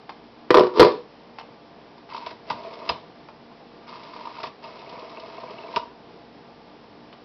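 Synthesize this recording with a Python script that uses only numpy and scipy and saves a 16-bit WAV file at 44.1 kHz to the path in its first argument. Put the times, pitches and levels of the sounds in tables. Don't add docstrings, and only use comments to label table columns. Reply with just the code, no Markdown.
import sys
import numpy as np
from scipy import signal
from scipy.fft import rfft, irfft, next_fast_len
from scipy.io import wavfile

SR = 44100
rng = np.random.default_rng(int(sys.argv[2]) if len(sys.argv) > 2 else 0)


def unload_wav(signal):
    wavfile.write(
        sys.argv[1],
        SR,
        np.round(np.clip(np.atleast_2d(signal).T, -1, 1) * 32767).astype(np.int16),
    )


def how_loud(loudness_db):
    steps = np.asarray(loudness_db, float) / 20
    return 10 ** steps


N = 319284

# t/s, desk top peak level/dB, shell level/dB, crack level/dB
HANDSET_BLOWS = [(.505, -2, -4.5, -4.5), (.511, -4.5, -14, -17), (0.543, -6.5, 0, -11),
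                 (.547, -7.5, -7, -4.5), (.571, -5, -9, -4.5), (.583, -3.5, -5, -17), (.595, -3, -23, -9),
                 (0.608, -4, -10.5, -18), (0.635, -11.5, -22, -18.5), (.669, -15, -38, -23.5),
                 (0.7957, 5, -12, 1), (.800, 10.5, -16.5, 9), (.809, 0.5, -10, -14), (.819, 6.5, -10, -12),
                 (.829, 0.5, -1.5, -4.5), (0.848, -3, -15, -11.5), (0.87, -8.5, -18, -26),
                 (.919, -29, -26, -25.5)]
# f/Hz, level/dB, T60/s
DESK_MODES = [(303, -22, 0.06), (372.4, -0.5, .13), (419.2, 5, 0.076), (482.6, -3.5, 0.11),
              (530, -13, 0.035), (583, -12.5, 0.17), (700, -16.5, 0.082)]
# f/Hz, level/dB, T60/s
SHELL_MODES = [(800, -27, 0.042), (970, -2.5, 0.039), (984, 9, 0.052), (1025, -3, 0.077),
               (1115, 6.5, 0.051), (1178, -11.5, 0.097), (1226, -24.5, 0.061), (1730, -19.5, 0.081),
               (2230, -17, 0.035)]
# t/s, level/dB, decay/(dB/s), scrape level above it/dB
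ROCKS = [
    (.545, -8.5, 211, -18.5),
    (.8, -6, 343, -26),
]
SLIDE_S, SLIDE_TOP_S = (.73, .794), .778
SLIDE_DB, SLIDE_RISE_DB_PER_S, SLIDE_SCRAPE_DB = -19, 450, -9
ROCK_TAIL_DB, ROCK_TAIL_DB_PER_S = -35, 43

# t/s, peak level/dB, kind of stop
DIAL_STOPS = [
    (2.262, -29.5, "finger"),
    (2.307, -35.5, "slip"),
    (2.5, -18, "release"),
    (2.891, -15.5, "end"),
    (4.431, -25.5, "finger"),
    (4.455, -37, "slip"),
    (4.47, -39.5, "slip"),
    (4.639, -35, "release"),
    (5.761, -16.5, "end"),
]
STOP_KINDS = {"finger": (-9.5, 4.5, -22, -40), "slip": (-12, 7.5, -17.5, -17),
              "release": (-34, 1, -23.5, -19.5), "end": (-14, 2.5, -11.5, -18.5)}
# f/Hz, width/Hz, level/dB
PLATE_PEAKS = [(938, 58, 1), (1031, 190, 3), (800, 360, -1.5), (1204, 106, -7)]
# f/Hz, width/Hz, level/dB
HOUSING_PEAKS = [(445, 61, 0.5), (512, 20, -10), (659, 41, 2)]
# f/Hz, width/Hz, level/dB
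SPRING_PEAKS = [(2215, 120, 11.5), (2554, 200, 10.5), (3900, 170, -14.5), (3880, 250, 1),
                (5130, 280, -17.5)]

# t/s, knock level/dB, sharp part level/dB
RATCHET_CATCHES = [(1.979, -40.5, -51), (2.121, -29.5, -50), (2.133, -44, -38), (2.145, -23, -39),
                   (2.163, -31, -37), (2.176, -24, -39), (2.22, -28, -54), (3.888, -34, -45),
                   (3.925, -31, -61), (3.955, -28, -43.5), (4.031, -52, -45), (4.109, -35.5, -58),
                   (4.135, -31, -45), (4.162, -24.5, -45), (4.208, -30.5, -47), (4.252, -25.5, -43.5),
                   (4.271, -22.5, -47), (4.297, -31, -59), (4.321, -39.5, -51.5), (4.366, -28, -43.5),
                   (4.385, -28, -44), (4.401, -27, -41.5)]
CATCH_HOUSING_DB, PAWL_HZ = -15, (2250, 2660)
# t after wipe/s, plate level/dB, housing level/dB, ping level/dB, ping f/Hz
CAM_CONTACTS = [
    (.006, -43, -40, -50, 2540),
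    (.032, -39.5, -32.5, -47.5, 2460),
    (.08, -38.5, -33.5, -42, 2250),
]
PULSE_S, LAST_PULSE_S, SPIN_UP_S = .1021, .156, .12
WIPE_DB, ODD_PULSE_DB, CONTACT_SPREAD_DB = -42, -2, 2
REBOUND_S, REBOUND_DB, REBOUND_HOUSING_DB = (.027, .09), (-28, -36), -5
# t/s, housing level/dB, ping level/dB
RETURN_KNOCKS = [(2.646, -35, -48.5), (2.818, -37, -54), (4.646, -57, -37), (5.171, -34, -36),
                 (5.379, -32, -41), (5.433, -31, -52), (5.497, -30.5, -42.5), (5.511, -33.5, -48),
                 (5.584, -43, -35), (5.635, -41, -37.5), (5.738, -30, -54)]
RETURN_KNOCK_PLATE_DB = 2.5

# start t/s, end t/s, whirr level/dB, housing level above it/dB
DIAL_WINDS = [
    (2.09, 2.33, -48.5, -9),
    (3.865, 4.49, -47, -7),
]
# start t/s, end t/s, whirr level/dB, housing level above it/dB
DIAL_RETURNS = [
    (2.467, 2.898, -47, 1.5),
    (4.623, 5.763, -47.5, -3),
]
RASP_DB, LURCH_DB, LURCH_S = -1.5, 14, .019
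WIND_SWELL_DB, BRAKE_DB, BRAKE_S = 4.5, 20, .018
HOUSING_GROWS_DB_PER_S = 1.5

# t/s, peak level/dB, edge level/dB, edge f/Hz
CASE_TAPS = [(0.093, -24.5, -30, 2080), (0.103, -33, -42, 2250), (1.385, -25, -29, 2500),
             (1.396, -28, -34.5, 2700), (1.41, -29, -42, 2940), (2.09, -35, -42, 2260),
             (3.286, -31, -41, 2450), (3.515, -37, -57, 2470), (7.127, -37, -35.5, 2970)]

# f/Hz, level/dB per Hz
AIR_SPECTRUM = [(25, -24), (53, -27.5), (145, -6), (300, -5.5), (480, -7.5), (900, -8), (1250, -17),
                (4800, -24.5)]
AIR_DB = -46
# f/Hz, width/Hz, level/dB
DUCT_SHAPE = [
    (277, 12, -9),
    (297, 12, 7.5),
]
# f/Hz, rms level/dB
FAN_TONES = [(59.2, -72.5), (118.4, -78.5), (236.9, -60), (296.1, -70), (409.1, -63.5), (468.3, -61.5),
             (683.7, -62.5), (1061, -70.5), (1179, -68)]
ROOM_T60_S, ROOM_DB = .31, -8.5
# f/Hz, level/dB
CONVERTER_ROLLOFF = [(4600, 0.5), (5200, 1.5), (5600, -6.5), (6000, -19), (6300, -42.5), (6600, -98.5)]


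def handset():
    s, desk_db, shell_db, crack_db = np.transpose(HANDSET_BLOWS)
    desk = strike(s, desk_db, .0013, .00024, lambda x: modes(x, DESK_MODES))
    shell = strike(s, shell_db, .00067, .00026, lambda x: modes(x, SHELL_MODES))
    crack = strike(s, crack_db - 2, .0038, .00035, lambda x: band(x, 1300, 6400, order=1))
    thud = strike(s, desk_db - 27, .008, .00061, lambda x: band(x, 110, 200))
    hollow_gain, bright_gain = rocking()
    chatter = grains(1500, 4)
    hollow = rms_one(modes(chatter, DESK_MODES)) + .58 * rms_one(modes(chatter, SHELL_MODES))
    scrape = rms_one(band(chatter, 2100, 6000, order=1))
    return thud + desk + shell + crack + how_loud(-.5) * hollow_gain * hollow + how_loud(-2) * bright_gain * scrape


def rocking():
    since, _, gate = window(*SLIDE_S, .01)
    before_top = np.maximum(SLIDE_TOP_S - SLIDE_S[0] - since, 0)
    hollow = gate * how_loud(SLIDE_DB - SLIDE_RISE_DB_PER_S * before_top)
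    bright = how_loud(SLIDE_SCRAPE_DB) * hollow
    for s, db, fall_db_per_s, scrape_db in ROCKS:
        since, _, gate = window(s, s + .171, .01)
        fall = how_loud(-fall_db_per_s * since) + how_loud(ROCK_TAIL_DB - ROCK_TAIL_DB_PER_S * since)
        rock = gate * how_loud(db) * fall
        hollow = hollow + rock
        bright = bright + how_loud(scrape_db) * rock
    return hollow, bright


def clacks():
    s, db = np.transpose([row[:2] for row in DIAL_STOPS])
    housing_db, crack_db, latch_db, thump_db = db + np.transpose([STOP_KINDS[row[2]] for row in DIAL_STOPS])
    plate = strike(s + .00288, db + 2, .0081, .00054,
                   lambda x: how_loud(-14) * body(x, PLATE_PEAKS) + band(x, 470, 870))
    housing = strike(s + .00289, housing_db + 8.5, .0064, .00034, lambda x: body(x, HOUSING_PEAKS))
    crack = strike(s, crack_db - .5, .011, .0012, lambda x: band(x, 900, 6800, order=1))
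    latch = strike(s, latch_db + 11.5, .0011, .00025,
                   lambda x: ring(x, 2660, .035) + .21 * ring(x, 4950, .037))
    thump = strike(s + .0035, thump_db + .3, .034, .003, lambda x: band(x, 80, 280))
    return plate + housing + crack, latch + thump


def ticks():
    return ratchet() + cam() + return_knocks()


def ratchet():
    s, db, sharp_db = np.transpose(RATCHET_CATCHES)
    out = knock(s, db, db + CATCH_HOUSING_DB) + wipe(s, sharp_db)
    for k, hz in enumerate(PAWL_HZ):
        out += ping(s[k::2], sharp_db[k::2], hz)
    return out


def cam():
    (pulses, odd_db), stops = cam_pulses()
    out = wipe(pulses, WIPE_DB - .5 + CONTACT_SPREAD_DB * rng.standard_normal(len(pulses)))
    for k, (lag_s, plate_db, housing_db, ping_db, hz) in enumerate(CAM_CONTACTS):
        luck_db = CONTACT_SPREAD_DB * rng.standard_normal(len(pulses)) + odd_db * (k == 2)
        out += knock(pulses + lag_s, plate_db + luck_db, housing_db + luck_db)
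        out += ping(pulses + lag_s - .006, ping_db + luck_db, hz)
    for lag_s, db in zip(REBOUND_S, REBOUND_DB):
        plate_db = np.full(len(stops), db)
        out += knock(stops + lag_s, plate_db, plate_db + REBOUND_HOUSING_DB)
    return out


def cam_pulses():
    stops = [s for s, _, kind in DIAL_STOPS if kind == "end"]
    pulses = []
    for stop, row in zip(stops, DIAL_RETURNS):
        last = stop - LAST_PULSE_S
        count = int((last - row[0] - SPIN_UP_S) / PULSE_S) + 1
        pulses += [(last - k * PULSE_S, ODD_PULSE_DB * (k % 2)) for k in range(count)]
    return np.transpose(pulses), np.array(stops)


def return_knocks():
    s, housing_db, ping_db = np.transpose(RETURN_KNOCKS)
    return knock(s, housing_db + RETURN_KNOCK_PLATE_DB, housing_db) + ping(s, ping_db, PAWL_HZ[1])


def knock(s, plate_db, housing_db):
    plate = strike(s, plate_db - 3.5, .0013, .0087, lambda x: body(x, PLATE_PEAKS))
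    return plate + strike(s, housing_db - 3, .0075, .004, lambda x: body(x, HOUSING_PEAKS))


def ping(s, db, hz):
    return strike(s, db, .0015, .001, lambda x: ring(x, hz, .021))


def wipe(s, db):
    return strike(s, db + 5.5, .0043, .011, lambda x: band(x, 2500, 6300))


def gears():
    plate_gain, housing_gain, rasp_gain = whirr()
    teeth = grains(1500, 2.5) * how_loud(.5 * drift(30))
    plate = rms_one(body(teeth, PLATE_PEAKS))
    housing = rms_one(body(teeth, HOUSING_PEAKS))
    rasp = rms_one(body(teeth, SPRING_PEAKS)) + 2.5 * rms_one(band(teeth, 1500, 12000, order=1))
    return plate_gain * plate + housing_gain * housing + rasp_gain * rms_one(rasp)


def whirr():
    out = 0
    for rows, end_db, end_s in ((DIAL_WINDS, WIND_SWELL_DB, .1), (DIAL_RETURNS, BRAKE_DB, BRAKE_S)):
        for start, end, db, housing_db in rows:
            since, until, gate = window(start, end, .03)
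            load_db = LURCH_DB * np.exp(-since / LURCH_S) + end_db * np.exp(-until / end_s)
            growth_db = HOUSING_GROWS_DB_PER_S * np.minimum(since, end - start)
            plate = db + load_db
            housing = db + housing_db + .71 * load_db + growth_db
            rasp = db + RASP_DB + 1.3 * load_db
            out = out + gate * how_loud([plate, housing, rasp])
    return out


def taps():
    s, db, edge_db, edge_hz = np.transpose(CASE_TAPS)
    out = strike(s, db - 3, .0055, .0002, lambda x: band(x, 710, 1170))
    out += strike(s, edge_db, .0092, .001, lambda x: band(x, 1100, 6000, order=1))
    for at, level_db, hz in zip(s, edge_db, edge_hz):
        out += strike([at], [level_db - 5.5], .0021, .001, lambda x: ring(x, hz, .021))
    return out


def fan():
    hz, t = np.fft.rfftfreq(N, 1 / SR) + 1, np.arange(N) / SR
    air_hz, air_db = np.transpose(AIR_SPECTRUM)
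    shape_db = np.interp(np.log(hz), np.log(air_hz), air_db)
    for at_hz, width_hz, db in DUCT_SHAPE:
        shape_db = shape_db + db * np.exp(-((hz - at_hz) / width_hz) ** 2)
    air = rms_one(irfft(how_loud(shape_db) * rfft(rng.standard_normal(N)), N))
    out = how_loud(AIR_DB - 2.5 + .46 * drift(3.3)) * air
    wander = np.cumsum(.00307 * drift(1.43)) / SR
    for tone_hz, db in FAN_TONES:
        tone = np.sin(2 * np.pi * (tone_hz * (t + wander) + rng.random()))
        out += np.sqrt(2) * how_loud(db + 2.04 * drift(5.1)) * tone
    return out


def room(x):
    t = np.arange(SR // 2) / SR
    tail = rng.standard_normal(len(t)) * how_loud(-60 * t / ROOM_T60_S) * np.clip(t / .0037 - .3, 0, 1)
    return how_loud(ROOM_DB) * signal.fftconvolve(x, tail / np.linalg.norm(tail))[:N]


def strike(times_s, db, length_s, rise_s, colour):
    out, t = np.zeros(N), np.arange(round(.2 * SR)) / SR
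    envelope = np.exp(-t / length_s) * np.minimum(t / rise_s, 1)
    bursts = colour(rng.standard_normal((len(times_s), len(t))) * envelope)
    for s, gain, burst in zip(times_s, how_loud(db), bursts):
        start = round(s * SR)
        part = out[start:start + len(t)]
        part += gain * burst[:len(part)] / np.abs(burst).max()
    return out


def grains(per_s, spread_db):
    hits = rng.random(N) < per_s / SR
    return hits * how_loud(spread_db * np.minimum(rng.exponential(1, N), 4)) * rng.choice([-1, 1], N)


def ring(force, hz, t60_s):
    r, w = how_loud(-60 / (t60_s * SR)), 2 * np.pi * hz / SR
    return signal.lfilter([0, np.sin(w)], [1, -2 * r * np.cos(w), r * r], force + 1e-18)


def modes(force, table):
    return band(sum(how_loud(db) * ring(force, hz, t60_s) for hz, db, t60_s in table), 287, 6000)


def body(force, peaks):
    out = 0
    for k, (hz, width_hz, db) in enumerate(peaks):
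        t60_s = np.log(1000) / (np.pi * width_hz)
        out = out + (-1) ** k * how_loud(db) * ring(force, hz, t60_s)
    return out


def window(start_s, end_s, fade_s):
    t = np.arange(N) / SR
    since, until = t - start_s, end_s - t
    gate = np.clip(np.minimum(since, until) / fade_s, 0, 1)
    return np.maximum(since, 0), np.maximum(until, 0), gate


def drift(rate_hz):
    r = np.exp(-2 * np.pi * rate_hz / SR)
    return rms_one(signal.lfilter([1], [1, -2 * r, r * r], rng.standard_normal(N + SR))[SR:])


def band(x, low_hz, high_hz, order=2):
    return signal.sosfilt(signal.butter(order, [low_hz, high_hz], "band", fs=SR, output="sos"), x)


def rms_one(x):
    return x / np.sqrt(np.mean(x ** 2) + 1e-20)


def scene():
    stops, close = clacks()
    desk = handset() + stops + taps() + band(ticks() + gears(), 240, 11000)
    return (band(desk + room(desk), 160, 5900, order=1) + close + fan())[None]


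def band_limit(x):
    return signal.sosfilt(signal.butter(12, 16980, fs=SR, output="sos"), x)


def record(dry):
    clip_top, edge_top = .688, .718
    size = next_fast_len(N + 2048)
    low = how_loud(np.interp(np.fft.rfftfreq(size, 1 / SR), *np.transpose(CONVERTER_ROLLOFF)))
    x = irfft(low * rfft(np.clip(dry, -clip_top, clip_top), size), size)[:, :N]
    x = np.clip(x, -edge_top, edge_top)
    x = signal.sosfilt(signal.butter(8, 15800, fs=SR, output="sos"), x)
    return band_limit(x)


dry = scene()
out = record(dry)
unload_wav(out)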